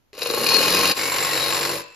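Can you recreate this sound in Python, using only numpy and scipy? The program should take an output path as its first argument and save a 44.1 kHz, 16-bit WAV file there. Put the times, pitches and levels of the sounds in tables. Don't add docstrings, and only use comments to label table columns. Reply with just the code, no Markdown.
import sys
import numpy as np
from scipy import signal
from scipy.fft import rfft, irfft
from scipy.io import wavfile
from scipy.ndimage import uniform_filter1d

SR = 44100
rng = np.random.default_rng(int(sys.argv[2]) if len(sys.argv) > 2 else 0)


def wav_record(signal):
    frames = np.transpose(np.atleast_2d(signal))
    bounded = np.clip(frames, -1, 1)
    quanta = np.round(bounded * 32767).astype(np.int16)
    wavfile.write(sys.argv[1], SR, quanta)


N = 85995
T = np.arange(N) / SR


def amp(db):
    return 10 ** (np.asarray(db) / 20)


def evened(x):
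    return x / np.sqrt(np.mean(x ** 2) + 1e-20)


def curve(rows, axis=1):
    rows = np.array(rows)
    return np.interp(T, rows[:, 0], rows[:, axis])


def read(points, hz):
    f, value = np.transpose(points)
    return np.interp(np.log(hz + 1), np.log(f + 1), value)


def pan(db):
    return evened(amp([[db / 2], [-db / 2]]))


def colour(x, points, size=4096):
    log_gain = np.log(amp(read(points, abs(np.fft.fftfreq(size, 1 / SR)))))
    minimum_phase = np.exp(np.conj(signal.hilbert(log_gain)))
    taps = np.fft.ifft(minimum_phase).real[:size // 2]
    return signal.fftconvolve(x, taps / np.linalg.norm(taps))[:N]


def ring(x, hz, width_hz):
    turn = np.exp(2j * np.pi * np.cumsum(hz * np.ones(N)) / SR)
    r = np.exp(-np.pi * width_hz / SR)
    smoothed = signal.lfilter([np.sqrt(2 * (1 - r * r))], [1, -r], x / turn + 1e-18)
    return (turn * smoothed).real


# (frequency [Hz], level [dB])
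AIR = [(30, -1), (15000, -34)]
AIR_DB = -64


def background():
    return amp(AIR_DB) * np.array([colour(noise, AIR) for noise in rng.standard_normal((2, N))])


# (frequency [Hz], level [dB])
RASP = [(200, -19), (700, -2), (2600, 0), (3350, -6.5), (4100, 1.5), (5100, 0), (5500, -6), (7300, -6.5),
        (15000, -24.5)]
TRIGGER_S, SNAP_DB, SNAP_S = .131, -39, 0.0031
TRIGGER_HZ, TRIGGER_DB, TRIGGER_T60 = 415, -39, 0.14


def trigger():
    t = np.maximum(T - TRIGGER_S, 0)
    snap = amp(SNAP_DB) * (t > 0) * np.exp(-t / SNAP_S) * rng.standard_normal(N)
    housing = amp(TRIGGER_DB - 60 * t / TRIGGER_T60) * np.sin(2 * np.pi * TRIGGER_HZ * t)
    return colour(snap, RASP) + housing


def strokes(speed, bite_s):
    turns = np.cumsum(curve(speed)) / SR
    return turns - np.interp(bite_s, T, turns)


TEETH_PER_S = 12000
TOOTH_SPREAD_DB, BLOW_SPREAD_DB = 2.5, 1.34


def blows(turns, rows, decay_s, floor, axis, rebound=1):
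    kicks = np.zeros(N)
    for k, row in enumerate(rows):
        at = np.flatnonzero(np.diff(np.floor(turns - row[0])) > 0)
        strength = np.ones(N) * (rebound if k else 1)
        spread_db = BLOW_SPREAD_DB * rng.standard_normal(size=128)[:len(at)]
        kicks[at] += strength[at] * amp(row[axis] + spread_db)
    fading = signal.lfilter([1], [1, -np.exp(-1 / (decay_s * SR))], kicks)
    pressure = floor * rebound + fading
    sizes = amp(TOOTH_SPREAD_DB * np.minimum(rng.exponential(1, N), 4))
    sizes *= rng.choice([-1, 1], N)
    hits = rng.random(N) < TEETH_PER_S / SR
    return evened(pressure * sizes * hits)


# (frequency [Hz], level [dB])
HOUSING = [(50, -64), (180, -19.5), (340, -7), (480, 1.5), (570, -5), (700, -18), (1100, -10.5),
           (8000, -55)]
KNOCK_S, KNOCK_FLOOR = 0.0026, 0.37


def knocking(knock, turns, pattern, pace):
    hits = blows(turns, pattern, KNOCK_S, KNOCK_FLOOR, axis=1, rebound=pace)
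    return colour(knock * hits, HOUSING)


# (frequency [Hz], level [dB])
TICK = [(500, -37), (4000, -12), (7500, 1), (9500, -0.5), (10900, 3), (12000, -4.5)]
TICK_S, TICK_FLOOR = 0.0044, 0.25


def ticking(tick, turns, pattern):
    return colour(tick * blows(turns, pattern, TICK_S, TICK_FLOOR, axis=3), TICK)


# (multiple of the stroke rate [-], first-cut level [dB], second-cut level [dB])
HUM = [(2, -24.5, -22), (3, -27.5, -14), (4, -14, -31), (6, -14.5, -17.5), (7, -12.5, -9.5),
       (12, -20, -10.5)]
# (frequency [Hz], level [dB])
RUMBLE = [(25, -13), (220, 1), (500, -25.5)]
RUMBLE_DB, SHAKE_POWER = -14.5, 3.23


def shaking(knock, turns, pace, axis):
    hum = np.zeros(N)
    for row in HUM:
        phase = 2 * np.pi * (round(row[0]) * turns + rng.random())
        hum += np.sqrt(2) * amp(row[axis]) * np.sin(phase)
    rumble = amp(RUMBLE_DB) * colour(rng.standard_normal(N), RUMBLE)
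    return knock * pace ** SHAKE_POWER * (hum + rumble)


# (frequency [Hz], time to fade by 60 dB [s], first-cut level [dB], second-cut level [dB])
PLATE = [(1001.5, 0.64, -20, -14.5), (1083, 0.077, -10.5, -12), (2474, 0.075, -11, -49),
         (2675, 0.025, -15.5, -22), (2835, 0.02, -13, -31), (3886, 0.029, -11, -32),
         (4810, 0.041, -11.5, -41), (5020, 0.047, -23, -17), (7202, 0.033, -16, -5.5)]


def ringing(drive, axis):
    tones = np.zeros(N)
    for row in PLATE:
        width_hz = np.log(1000) / np.pi / row[1]
        tones += amp(row[axis + 1]) * ring(drive, row[0], width_hz)
    return tones


RASP_S = 0.0093
FULL_RATE = 43.9


def cut(speed, bite_s, force, pattern, rubbing, axis):
    turns, pace = strokes(speed, bite_s), curve(speed) / FULL_RATE
    knock, rasp, tick = (amp(curve(force, axis=k)) for k in (1, 2, 3))
    teeth = rasp * blows(turns, pattern, RASP_S, rubbing, axis=2, rebound=pace)
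    saw = colour(teeth, RASP)
    saw += knocking(knock, turns, pattern, pace)
    saw += ticking(tick, turns, pattern)
    saw += shaking(knock, turns, pace, axis)
    return saw + ringing(teeth, axis)


# (time [s], rate [strokes/s])
SPEED_A = [(.179, 24.8), (.28, 24.8), (.4, 31.3), (.5, 41.1), (.6, 43.3), (.7, 45.4), (.8, 46.5), (.92, 47)]
# (time [s], knock level [dB], rasp level [dB], tick level [dB])
FORCE_A = [(.135, -46, -46.5, -59), (0.216, -32, -25.5, -34), (.33, -25, -26.5, -31),
           (.42, -22.5, -25.5, -26), (.48, -27, -24, -27), (.75, -24.5, -22.5, -26.5),
           (0.917, -26.5, -22, -27), (.945, -53, -70, -48)]
# (share of the cycle [-], knock level [dB], rasp level [dB], tick level [dB])
BLOWS_A = [(.0, -4, -8.5, -26), (0.271, -5.5, -3.5, 3), (0.758, -9.5, -8, -5)]
BITE_A_S, RUB_A = .179, .05


def first_cut():
    return cut(SPEED_A, BITE_A_S, FORCE_A, BLOWS_A, RUB_A, axis=1)


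# (time [s], level [dB])
SCREECH = [(.14, -54), (.23, -33.5), (.45, -28), (.495, -17), (.57, -12.5), (.605, -25), (.635, -23),
           (.68, -27), (.91, -26), (.945, -62), (1.42, -30), (1.72, -36.5), (1.95, -70)]
SCREECH_HZ, SCREECH_WIDTH_HZ, SCREECH_PAN_DB = 4298, 7, 10.5
SCREECH_FADE_CYCLES, SCREECH_HOLD = 0.8, .2


def screech(turns):
    drift = np.cumsum(rng.standard_normal(N)) * np.sqrt(2 * np.pi * SCREECH_WIDTH_HZ / SR)
    flare = np.exp(-(turns % 1) / SCREECH_FADE_CYCLES)
    pump = SCREECH_HOLD + uniform_filter1d(flare, size=90)
    tone = np.sqrt(2) * np.sin(2 * np.pi * SCREECH_HZ * T + drift)
    return pan(SCREECH_PAN_DB) * amp(curve(SCREECH)) * pump * tone


# (time [s], chatter level [dB], thump level [dB])
CLACKS = [(.178, -27, -19), (0.218, -14.5, -6.5), (0.256, -16.5, -0.5), (.299, -16, 3.5),
          (.336, -15.5, 3.5), (.373, -26, 4.5), (0.434, -11.5, -9), (0.464, -7, -0.5), (.488, -3.5, -12),
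          (0.542, -4, 1), (.627, -7, -2), (.912, -10.5, -8)]
CLACK_S, CLACK_LOW_HZ, RECOIL_S = 0.0044, 2080, 0.003993


def clacks():
    chatter, thumps = np.zeros(N), np.zeros(N)
    for s, chatter_db, thump_db in CLACKS:
        chatter += (T >= s) * amp(chatter_db) * np.exp(-abs(T - s) / CLACK_S)
        thumps[round((s + RECOIL_S) * SR)] = amp(thump_db)
    highpass = signal.butter(2, CLACK_LOW_HZ, "high", fs=SR, output="sos")
    hard = signal.sosfilt(highpass, chatter * rng.choice([-1, 1], N))
    return ringing(hard, axis=1) + colour(thumps, HOUSING)


def lingering(hz=2645, db=-48):
    growth = np.maximum(T - BITE_A_S, 0) / T[-1]
    return amp(db) * growth * np.sin(2 * np.pi * hz * T)


# (time [s], rate [strokes/s])
SPEED_B = [(1.4, 46.7), (1.5, 46.9), (1.6, 47.6), (1.68, 49), (1.8, 47.3)]
# (time [s], knock level [dB], rasp level [dB], tick level [dB])
FORCE_B = [(0.947, -40, -31.5, -34), (.985, -34.5, -25.5, -31), (1.55, -32, -24, -31),
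           (1.75, -32, -28.5, -33), (1.815, -41, -37.5, -40.5), (1.85, -53, -53.5, -89.5),
           (1.95, -65, -54, -83)]
# (share of the cycle [-], knock level [dB], rasp level [dB], tick level [dB])
BLOWS_B = [(.0, -12, 8, -5.5), (.39, 6, -4, -6), (0.723, -1, -25, -15)]
BITE_B_S, RUB_B = 0.99, .45


def second_cut():
    return cut(SPEED_B, BITE_B_S, FORCE_B, BLOWS_B, RUB_B, axis=2)


# (time [s], frequency [Hz], drive level [dB])
SINKING = [(.98, 2180, -31), (1.09, 2260, -29.5), (1.34, 1870, -36)]
# (time [s], frequency [Hz], drive level [dB])
SQUEAL = [(1.22, 3985, -39.5), (1.46, 3865, -28), (1.54, 3906, -33.5)]
SINKING_WIDTH_HZ, SQUEAL_WIDTH_HZ = 100, 20


def sliding_resonance(track, width_hz):
    teeth = blows(strokes(SPEED_B, BITE_B_S), BLOWS_B, RASP_S, RUB_B, axis=2)
    sounding = (T > track[0][0]) & (T < track[-1][0])
    return ring(teeth * sounding * amp(curve(track, axis=2)), curve(track), width_hz)


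# (frequency [Hz], left minus right level [dB])
TILT = [(700, 0.5), (1200, 2.5), (2400, -2), (4400, 6.5), (7500, 0)]
# (frequency [Hz], left lead [radians])
LEAD = [(200, 0), (1100, .6), (1550, -.8), (2900, 1.1), (6800, -1.4), (11000, -6), (13200, -6.6),
        (15000, -9)]


def ports(saw, plate):
    hz = np.fft.rfftfreq(2 * N, 1 / SR)
    side = np.array([[.5], [-.5]])
    gains = amp(side * read(TILT, hz))
    gains = gains / np.sqrt((gains ** 2).mean(0))
    z = rfft(saw, 2 * N) * gains + rfft(plate, 2 * N)
    return irfft(z * np.exp(1j * side * read(LEAD, hz)))[:, :N]


# (frequency [Hz], time to fade by 60 dB [s])
ROOM = [(300, 0.36), (3000, 0.5), (14000, 0.023)]
ROOM_DB, NEAR_DB = -12.5, -10
NEAR_S, SCATTER_HZ = .006, 440


def workshop(x, size=256):
    t = T[:SR // 2]
    near, far = rng.standard_normal(len(t)), rng.standard_normal((2, len(t)))
    near = np.array([[1], [-1]]) * near * np.exp(-t / NEAR_S)
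    hz, at, z = signal.stft(far * (t > 2 * NEAR_S), SR, nperseg=size)
    fading = amp(-60 * at / read(ROOM, hz)[:, None])
    far = signal.istft(z * fading, SR, nperseg=size)[1][:, :len(t)]
    taps = np.zeros((2, len(t)))
    for db, echoes in [(NEAR_DB, near), (ROOM_DB, far)]:
        taps += amp(db) * echoes / np.linalg.norm(echoes, axis=1, keepdims=True)
    taps = signal.sosfilt(signal.butter(2, SCATTER_HZ, "high", fs=SR, output="sos"), taps)
    return x + signal.fftconvolve(x, taps, axes=1)[:, :N]


def scene():
    second = T > FORCE_B[0][0]
    first = (T > TRIGGER_S) & ~second
    saw = first * first_cut() + second * second_cut()
    saw += sliding_resonance(SINKING, SINKING_WIDTH_HZ) + sliding_resonance(SQUEAL, SQUEAL_WIDTH_HZ)
    saw += trigger() + clacks() + lingering()
    turns = np.where(second, strokes(SPEED_B, BITE_B_S), strokes(SPEED_A, BITE_A_S))
    air = background()
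    plate = (first | second) * screech(turns)
    return workshop(ports(saw, plate)) + air


# (frequency [Hz], level [dB])
MIC = [(7400, -1.5), (7900, -18), (8600, -31.5), (9200, -7), (9800, -1), (13900, 2), (14800, -16)]
EDGE_HZ = 15800


def record(dry, dip_s=0.951, dip_width_s=0.012, dip_db=-8):
    dipped = dry * amp(dip_db * np.exp(-((T - dip_s) / dip_width_s) ** 2))
    response = amp(read(MIC, np.fft.rfftfreq(2 * N, 1 / SR)))
    heard = irfft(rfft(dipped, 2 * N) * response)[:, :N]
    lowpass = signal.firwin(511, EDGE_HZ, window=("kaiser", 9), fs=SR)
    return signal.oaconvolve(heard, lowpass[None], "same")


dry = scene()
out = record(dry)
wav_record(out)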